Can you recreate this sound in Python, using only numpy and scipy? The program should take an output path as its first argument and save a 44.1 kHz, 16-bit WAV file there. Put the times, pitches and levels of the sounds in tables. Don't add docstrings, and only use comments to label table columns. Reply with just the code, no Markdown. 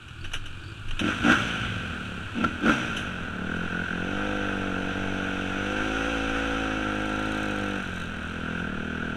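import sys
import numpy as np
from scipy import signal
from scipy.io import wavfile

SR = 44100
rng = np.random.default_rng(int(sys.argv[2]) if len(sys.argv) > 2 else 0)


def generate_wav(signal):
    frames = np.transpose(np.atleast_2d(signal))
    scaled = np.clip(frames, -1, 1) * 32767
    pcm = np.round(scaled).astype(np.int16)
    wavfile.write(sys.argv[1], SR, pcm)


N = 403956
TIME = np.arange(N) / SR
BINS = np.fft.rfftfreq(8192, 1 / SR)

# t/s, level/dB
WIND_LEVELS = [(0, -58.5), (3, -43), (5, -38), (7, -44), (9.16, -43.5)]
# f/Hz, level/dB
WIND_TONE = [(8, 2.5), (20, -9.5), (60, -35), (150, -16.5), (400, -16), (1000, -23.5), (4000, -66)]
# t/s, firing rate/Hz
QUAD_SPEED = [(0, 51), (.15, 37), (.3, 51), (.5, 44.6), (.62, 46), (.75, 53.5), (.9, 50), (1.6, 58),
              (2, 44.5), (3.3, 46.7)]
# t/s, exhaust level/dB, machine noise level/dB
QUAD_LEVELS = [(0, -51, -45.5), (.2, -40.5, -44), (.5, -45.5, -43.5), (.68, -40, -42.5), (.85, -40.5, -43),
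               (1.2, -43, -35), (1.7, -35.5, -38.5), (2.1, -59, -40), (3.3, -50.5, -44), (9.16, -78, -46)]
# f/Hz, level/dB
QUAD_TONE = [(35, -42), (60, 4.5), (110, -1.5), (150, -19), (339, -26), (480, -45.5), (982, -41),
             (1490, -24.5), (2060, -48), (2420, -30), (2910, -31), (4510, -48.5), (4950, -53.5),
             (8230, -51.5), (15000, -76)]
# t/s, length/s, f/Hz, level/dB
QUAD_SQUEAKS = [(.23, .06, 4500, -59), (.665, .06, 4600, -56)]
# t/s, peak level/dB, time to fade by 60 dB/s, treble tilt/(dB per octave)
KICKS = [(0.081, -37, 0.065, -1), (.241, -26.5, 0.13, -3), (0.314, -32, 0.074, -4),
         (.333, -19.5, 0.13, -0.5), (0.456, -29, 0.13, 0.5), (0.883, -33, 0.051, -2),
         (.907, -23.5, 0.049, -6.5), (.991, -16.5, 0.088, -2.5), (2.963, -25.5, 0.26, 2.5)]
# f/Hz, level/dB
KICK_TONE = [(180, -67), (300, -11), (577, -15.5), (1010, -14), (1210, -7), (1590, 0.5), (2040, -14.5),
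             (3020, 6), (3330, -10), (3860, -7), (4470, -36), (6000, -10.5), (6950, -23.5), (10600, -23),
             (15000, -51)]
# t/s, peak level/dB
FUEL_POPS = [(1.314, -23), (1.321, -10), (2.44, -14), (2.445, -12.5), (2.662, -14), (2.68, -11.5),
             (2.695, -11)]
# t/s, level/dB, f/Hz, length/s
HELMET_JOLTS = [(0.271, -27.5, 16.3, 0.047), (0.368, -25.5, 16.2, 0.072), (0.479, -34, 13.4, 0.13),
                (0.92, -23, 19.6, 0.0632)]
# t/s, tick rate/Hz, level/dB
CHAIN_TICKS = [(6.7, 39, -70), (7.05, 27, -52.5), (7.45, 37.5, -50.5), (7.92, 45, -57), (8.01, 54, -50.5),
               (8.1, 46, -64), (8.3, 45, -57.5), (8.6, 50, -89)]
# t/s, echo level/dB
WALL_ECHO = [(1, -5.5), (3, -9), (4.7, -7.5), (5.65, -3.5), (6.5, -6), (7.3, -9)]

# f/Hz, width/Hz, level/dB
CHAIN_MODES = [(3880, 420, 13), (6060, 840, 2), (6960, 600, 1), (8370, 810, 1.5), (10013, 1420, -10),
               (11544, 1000, -10), (14610, 1600, -19.5)]
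CASE_HIGH_MODES = [(2419, 128, 6), (2698, 48, 12.5), (2758, 160, 2.5), (2977, 340, 1), (2980, 230, -8.5),
                   (3816, 230, -10.5)]
CASE_MODES = [(1380.4, 146, 14), (1529, 205, 14.5), (1893, 210, 0.5), (1170, 1200, -7.5)]
SLAP_MODES = [(1561, 137, -0.5), (1456, 120, 1)]
AIRBOX_MODES = [(229.2, 40, -5), (303, 50, -6.5), (164, 110, -22.5)]
BOOM_MODES = [(52.6, 20, 0), (91.2, 30, 6), (133.4, 39, 0)]
PULL_BODY_MODES = [(194, 22, 14.5), (228, 42, 4.5), (290, 64, 13), (375.5, 96, -27)]
PULL_BARK_MODES = [(485.5, 100, 4), (689, 128, 1.5), (872, 76, -3)]
COAST_BODY_MODES = [(182, 23, 13), (221, 106, 8), (256, 66, -20), (359, 67, -3)]
COAST_BARK_MODES = [(450, 210, 8.5), (611, 160, 0.5), (698, 230, 2.5), (900, 130, -5.5)]

# f/Hz, level/dB
RASP_TONE = [(1180, -19), (2000, -2), (2050, -8), (2210, 2), (2660, 6), (2880, -1.5), (3080, -5.5),
             (3570, -5.5), (3870, -10), (4530, -25.5), (5000, -33.5), (6500, -46), (11000, -120)]
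SIZZLE_TONE = [(2820, -51), (4800, -9), (5260, -11.5), (5730, -2), (6020, 0), (6590, -8.5), (7260, -12.5),
               (8420, -12), (9400, -18), (11500, -24.5), (12900, -30), (14100, -31), (15100, -36)]
# delay after firing/cycles, coasting level/dB, loaded level/dB
VALVE_BLOWS = [(.06, -1.5, -6), (.33, -8, -10), (.64, -3.5, -8.5), (0.801, -3, -3.5)]
# t/s, held/s, top firing rate/Hz, extra exhaust/dB, extra clatter/dB,
# extra rasp/dB, share of intake honk/(0-1)
THROTTLE_BLIPS = [(.985, 0.093, 52.5, 12.5, 5, 8, 0.72), (1.215, 0.094, 69.5, 14, 12.5, 5.5, 0.57),
                  (2.335, .125, 42, 11, 4, 6.5, 0.7), (2.61, 0.089, 69, 13, 6, 4, 1)]
# t/s, length/s, level change/dB
MISFIRE_DIPS = [(1.193, 0.015, -4), (2.296, 0.045, -20), (3.688, 0.017, -15), (3.875, 0.023, -18),
                (4.938, 0.014, -7)]
# t/s, firing rate/Hz
RIDE_SPEED = [(3.3, 37.69), (3.4, 35.4), (3.56, 43.5), (4.0, 43.93), (4.13, 48.82), (4.25, 50.79),
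              (4.79, 46.64), (4.93, 47.83), (5.49, 47.13), (6.1, 56.82), (6.18, 54.8), (6.5, 55.53),
              (6.92, 51.47), (7.31, 52.89), (7.79, 48.67), (7.85, 45.94), (8.21, 39.38), (8.31, 42.46),
              (8.46, 41.0), (8.6, 44.1), (8.7, 37.16), (8.76, 38.96), (9.04, 40.67), (9.16, 38.74)]
# t/s, opening/(0-1)
RIDE_THROTTLE = [(3.3, 0), (3.45, 0.34), (3.95, 0.36), (4.25, .82), (5.5, 1), (5.8, 0.96), (7.76, 0.65),
                 (7.82, 0), (8.12, 0), (8.33, 0), (8.47, 0.22), (9.16, 0.24)]

# dB at cruising speed, dB per octave of speed,
# extra dB when firing evenly, extra dB at full load.
EXHAUST_LAW, BARK_LAW = (-36, 3.5, 4.5, 0), (-8, 4.5, -1, 4)
RASP_LAW, SIZZLE_LAW = (-40, 14.5, 0.5, -0.5), (-15.5, 6, 0, -0.5)
CLATTER_LAW = (-35.5, 10.5, 1, 0.5)
BOOM_LAW, DRONE_LAW, HUM_LAW = (-43.5, 6, -5, 12), (-41.5, -0.5, -1.5, 3.5), (-43, 16, -8, -9)

IDLE_HZ, CRUISE_HZ = 27.95, 49.77
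BOOM_HZ, HOLLOW_HZ, SLAP_GONE_HZ = 55.4, 55.1, 48.7
CATCH_S, CLUTCH_S = 1, 3.306
EVEN_OPENING, LOAD_OPENINGS = 0.257, (0.27, 0.8)


def amp(db):
    return 10 ** (np.asarray(db) / 20)


def evened(x):
    return x / np.sqrt(np.mean(x ** 2) + 1e-20)


def steadied(x, size=6615):
    window = np.hanning(size)
    power = signal.fftconvolve(x ** 2, window, "same") / signal.fftconvolve(np.ones(N), window, "same")
    return x / np.sqrt(abs(power) + 1e-4 * np.mean(x ** 2))


def curves(rows):
    rows = np.array(rows, float)
    times, *columns = rows[np.argsort(rows[:, 0])].T
    return [np.interp(TIME, times, column) for column in columns]


def tone(points):
    hz, db = np.transpose(points)
    return amp(np.interp(np.log(BINS + 1), np.log(hz + 1), db))


def peaks(modes):
    return np.sqrt(sum((amp(db) / (1 + (2 * (BINS - hz) / width) ** 2)) ** 2 for hz, width, db in modes))


def ring(x, gain):
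    log_gain = np.log(np.maximum(gain, 1e-5 * gain.max()))
    mirrored = np.r_[log_gain, log_gain[-2:0:-1]]
    taps = np.fft.ifft(np.exp(np.conj(signal.hilbert(mirrored)))).real
    return signal.oaconvolve(x, taps[:len(BINS)])[:len(x)]


def sliding_ring(x, factor, gain):
    clock = np.cumsum(factor)
    ticks = np.arange(int(clock[-1]) + 1)
    return np.interp(clock, ticks, ring(np.interp(ticks, clock, x), gain))


def add(mix, s, sound):
    part = mix[max(round(s * SR), 0):][:len(sound)]
    part += sound[:len(part)]


def swell(s, length):
    return np.exp(-((TIME - s) / length) ** 2)


def flicker(rate_hz):
    knots = np.arange(0, TIME[-1] + 1, 1 / rate_hz)
    return evened(np.interp(TIME, knots, rng.standard_normal(len(knots))))


def strokes(cycles, spread_db, jitter_ms):
    at = np.interp(np.arange(np.ceil(cycles[0]), cycles[-1]), cycles, np.arange(N))
    size, late = rng.standard_normal((len(at), 2)).T
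    here = at.astype(int)
    size = amp(np.clip(size, -2, 2) * (spread_db * np.ones(N))[here])
    at = np.clip(at + late * (jitter_ms * np.ones(N))[here] * SR / 1000, 0, N - 2)
    whole = at.astype(int)
    return np.bincount(whole, size * (1 - at % 1), N) + np.bincount(whole + 1, size * (at % 1), N)


def puffs(clicks, decay_ms, floor):
    flare = signal.lfilter([1], [1, -np.exp(-1000 / (decay_ms * SR))], clicks)
    return evened((evened(flare) + floor) * rng.standard_normal(N))


def wind():
    return amp(curves(WIND_LEVELS)[0]) * evened(ring(rng.standard_normal(N), tone(WIND_TONE)))


def quad():
    cycles = np.cumsum(curves(QUAD_SPEED)[0]) / SR
    note_db, noise_db = curves(QUAD_LEVELS)
    fire = evened(strokes(cycles, spread_db=2.5, jitter_ms=0.51))
    note = steadied(ring(fire, peaks([(97, 62, 0)])))
    bass_cut = BINS ** 2 / (BINS ** 2 + 220 ** 2)
    noise = evened(ring(puffs(fire, decay_ms=7, floor=4.7), tone(QUAD_TONE) * bass_cut))
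    squeak = puffs(fire, decay_ms=8.4, floor=.05)
    honk = amp(7.6) * evened(ring(puffs(fire, decay_ms=9, floor=1.5), peaks([(330, 62, 0)])))
    dabs = sum(amp(db) * swell(s, length) * (honk + evened(ring(squeak, peaks([(hz, 250, 0)]))))
               for s, length, hz, db in QUAD_SQUEAKS)
    rasp = evened(ring(puffs(fire, decay_ms=9, floor=1.59), peaks([(3050, 550, 2), (2300, 540, -5.5)])))
    passing = amp(-39.5) * swell(1.5, 0.34)
    return amp(note_db) * note + amp(noise_db) * noise + dabs + passing * rasp


def wall(sound, scatter_hz=480):
    t = TIME[:SR // 8]
    taps = rng.standard_normal(len(t)) * (rng.random(len(t)) < 1500 / SR)
    taps = taps * (t > .008) * np.exp(-t / 0.017)
    echoes = signal.oaconvolve(sound, taps / np.linalg.norm(taps))[:N]
    return ring(echoes, BINS ** 2 / (BINS ** 2 + scatter_hz ** 2))


def chain():
    tick_hz, db = curves(CHAIN_TICKS)
    ticks = strokes(np.cumsum(tick_hz) / SR, spread_db=2, jitter_ms=.4)
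    chatter = puffs(ticks, decay_ms=4, floor=.35)
    return amp(db) * evened(ring(chatter, peaks(CHAIN_MODES)))


def kicks():
    out, t = np.zeros(N), TIME[:SR // 4]
    for s, db, fade_s, tilt_db in KICKS:
        burst = rng.standard_normal(len(t)) * amp(-60 * t / fade_s) * (1 - np.exp(-t / 0.0026))
        rattle = ring(burst, tone(KICK_TONE) * amp(tilt_db * np.log2(1 + BINS / 3000)))
        add(out, s, amp(db) * rattle / abs(rattle).max())
    for s, db, hz, length in HELMET_JOLTS:
        out += amp(db) * swell(s, length) * np.sin(2 * np.pi * hz * (TIME - s))
    return out


def pops():
    out, t = np.zeros(N), TIME[:SR // 4]
    for s, db in FUEL_POPS:
        burst = rng.standard_normal(len(t)) * np.exp(-t / 0.0041)
        pop = ring(burst, peaks([(1381, 180, 12.5), (2580, 1200, -9.5), (393, 2500, -3)]))
        add(out, s, amp(db) * pop / abs(pop).max())
    return out


def intake_moan(cycles):
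    gulps = strokes(cycles, spread_db=1, jitter_ms=.03)
    return amp(-40) * swell(5.85, 0.24) * steadied(ring(gulps, peaks([(379, 43, 0)])))


def piston_slap(cycles, labour):
    blows = evened(strokes(cycles - .86, spread_db=2.5, jitter_ms=0.19))
    knocks = blows + 0.37 * puffs(blows, decay_ms=3.6, floor=.05)
    return amp(-34.5) * labour * evened(ring(knocks, peaks(SLAP_MODES)))


def valve_clatter(cycles, load, clatter_db, rasp_db, sizzle_db):
    blows = evened(sum(amp(light_db + load * (heavy_db - light_db))
                       * strokes(cycles - delay, spread_db=1.5, jitter_ms=0.12)
                       for delay, light_db, heavy_db in VALVE_BLOWS))
    rattle = blows + .85 * puffs(blows, decay_ms=3.5, floor=.3)
    clatter = steadied(ring(rattle, peaks(CASE_MODES)), size=3500)
    scrape = puffs(blows, decay_ms=8.5, floor=1.8)
    case_high = evened(ring(blows + scrape, peaks(CASE_HIGH_MODES)))
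    rasp = steadied(evened(ring(.4 * blows + scrape, tone(RASP_TONE))) + .8 * case_high)
    sizzle = steadied(ring(0.18 * blows + puffs(blows, decay_ms=6.2, floor=0.82), tone(SIZZLE_TONE)))
    clatter = amp(clatter_db + 1.1 * flicker(rate_hz=25)) * clatter
    return clatter + amp(rasp_db) * (rasp + amp(sizzle_db) * sizzle)


def silencer(pulses, delay_s):
    first = np.interp(TIME - delay_s, TIME, pulses)
    second = np.interp(TIME - 1.9 * delay_s, TIME, pulses)
    return 0.5 * pulses + first + 0.35 * second


def exhaust(cycles, load, stumble, honk_share, exhaust_db, bark_db, booms_db):
    fire = evened(strokes(cycles, spread_db=.5 + 2.5 * stumble, jitter_ms=.05 + .4 * stumble))
    gas = puffs(fire, decay_ms=6, floor=.15)
    burble = stumble * puffs(fire, decay_ms=8, floor=3)
    heat = (np.gradient(cycles) * SR / 50) ** 0.5

    def pipe(drive, pull_modes, coast_modes, pitch_factor):
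        pulling = evened(sliding_ring(drive, pitch_factor, peaks(pull_modes)))
        coasting = evened(ring(drive, peaks(coast_modes)))
        return steadied(load * pulling + (1 - load) * coasting)

    body = pipe(fire + .1 * gas + .6 * burble, PULL_BODY_MODES, COAST_BODY_MODES, np.ones(N))
    pulses = stumble * fire + (1 - stumble) * silencer(fire, .0041 / heat)
    bark = pipe(pulses + .22 * gas + 1.8 * burble, PULL_BARK_MODES, COAST_BARK_MODES, heat)
    thuds = fire + .05 * gas + .1 * burble
    boom = sum(amp(db) * steadied(ring(thuds, peaks([mode]))) for db, mode in zip(booms_db, BOOM_MODES))
    inrush = puffs(fire, decay_ms=10, floor=2)
    honk = steadied(ring(.9 * fire + inrush, peaks(AIRBOX_MODES)), size=1100)
    note = steadied((1 - honk_share) * body + honk_share * honk, size=3500)
    return -amp(exhaust_db) * (note + amp(bark_db) * bark) - boom


def throttle_twist(s, length, attack_s=0.033, release_s=0.047):
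    return np.clip((TIME - s) / attack_s, 0, 1) * np.clip(1 - (TIME - s - length) / release_s, 0, 1)


def engine_speed(run_on_s=.028, coast_s=.46):
    speed = np.full(N, IDLE_HZ)
    for s, length, top, *_ in THROTTLE_BLIPS:
        start, climb_s = np.interp(s, TIME, speed), length + run_on_s
        climb = start + (top - start) * (TIME - s) / climb_s
        coast = IDLE_HZ + (top - IDLE_HZ) * np.exp((s + climb_s - TIME) / coast_s)
        speed = np.where(TIME < s, speed, np.minimum(climb, coast))
    return np.where(TIME < RIDE_SPEED[0][0], speed, curves(RIDE_SPEED)[0])


def bike():
    speed, throttle, echo_db = engine_speed(), curves(RIDE_THROTTLE)[0], curves(WALL_ECHO)[0]
    cycles = np.cumsum(speed) / SR
    cycles -= np.interp(CLUTCH_S, TIME, cycles)
    octaves = np.log2(speed / CRUISE_HZ)
    pull, load = np.clip(throttle / EVEN_OPENING, 0, 1), np.interp(throttle, LOAD_OPENINGS, [0, 1])
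    labour = np.clip(throttle / .36, 0, 1) ** 1.4 * np.clip((SLAP_GONE_HZ - speed) / 4, 0, 1)

    def level(law):
        db, per_octave_db, pull_db, load_db = law
        return db + per_octave_db * octaves + pull_db * pull + load_db * load

    exhaust_db, bark_db = level(EXHAUST_LAW), level(BARK_LAW)
    clatter_db, rasp_db = level(CLATTER_LAW), level(RASP_LAW)
    honk_share = np.zeros(N)
    for s, length, _, more_exhaust_db, more_clatter_db, more_rasp_db, honk in THROTTLE_BLIPS:
        twist = throttle_twist(s, length)
        exhaust_db += more_exhaust_db * twist
        bark_db -= 3 * twist
        clatter_db += more_clatter_db * swell(s + length, 0.063)
        rasp_db += more_rasp_db * twist
        honk_share += honk * (TIME > s) * np.exp(-np.maximum(TIME - s - length, 0) / 0.14)
    exhaust_db += sum(db * swell(s, length) for s, length, db in MISFIRE_DIPS)
    exhaust_db += 7 * (1 - pull) * np.maximum(octaves, 0)
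    clatter_db -= 1.5 * labour
    echo_swing_db = echo_db - echo_db.mean()
    rasp_db += 0.56 * echo_swing_db
    sizzle_db = level(SIZZLE_LAW) + 0.22 * echo_swing_db
    boom_db = level(BOOM_LAW) - 33 * abs(np.log2(speed / BOOM_HZ)) * (0.52 + .6 * load)
    drone_db = level(DRONE_LAW) - 9.5 * load * np.exp(-((speed - HOLLOW_HZ) / 2.1) ** 2)
    booms_db = [boom_db, drone_db, level(HUM_LAW)]

    spin = np.clip(0.4 * np.log2(speed / IDLE_HZ) - .15, 0, 1) * (1 - pull)
    strain = np.clip(load + spin, 0, 1)
    stumble = (1 - pull) * (1 - .8 * spin)
    stumble *= 1 - 0.25 * (TIME > CLUTCH_S)
    engine = exhaust(cycles, strain, stumble, np.clip(honk_share, 0, 1), exhaust_db, bark_db, booms_db)
    engine += valve_clatter(cycles, strain, clatter_db, rasp_db, sizzle_db)
    engine += piston_slap(cycles, labour) + intake_moan(cycles)
    engine *= np.clip((TIME - CATCH_S) / .012, 0, 1)
    echo = amp(echo_db)
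    return (engine + echo * wall(engine)) / np.sqrt(1 + echo ** 2)


def scene():
    return (bike() + chain() + quad() + kicks() + pops() + wind())[None]


def record(dry):
    low_pass = signal.firwin(511, 15250, window=("kaiser", 9), fs=SR)
    return signal.oaconvolve(dry, low_pass[None], "same")


dry = scene()
out = record(dry)
generate_wav(out)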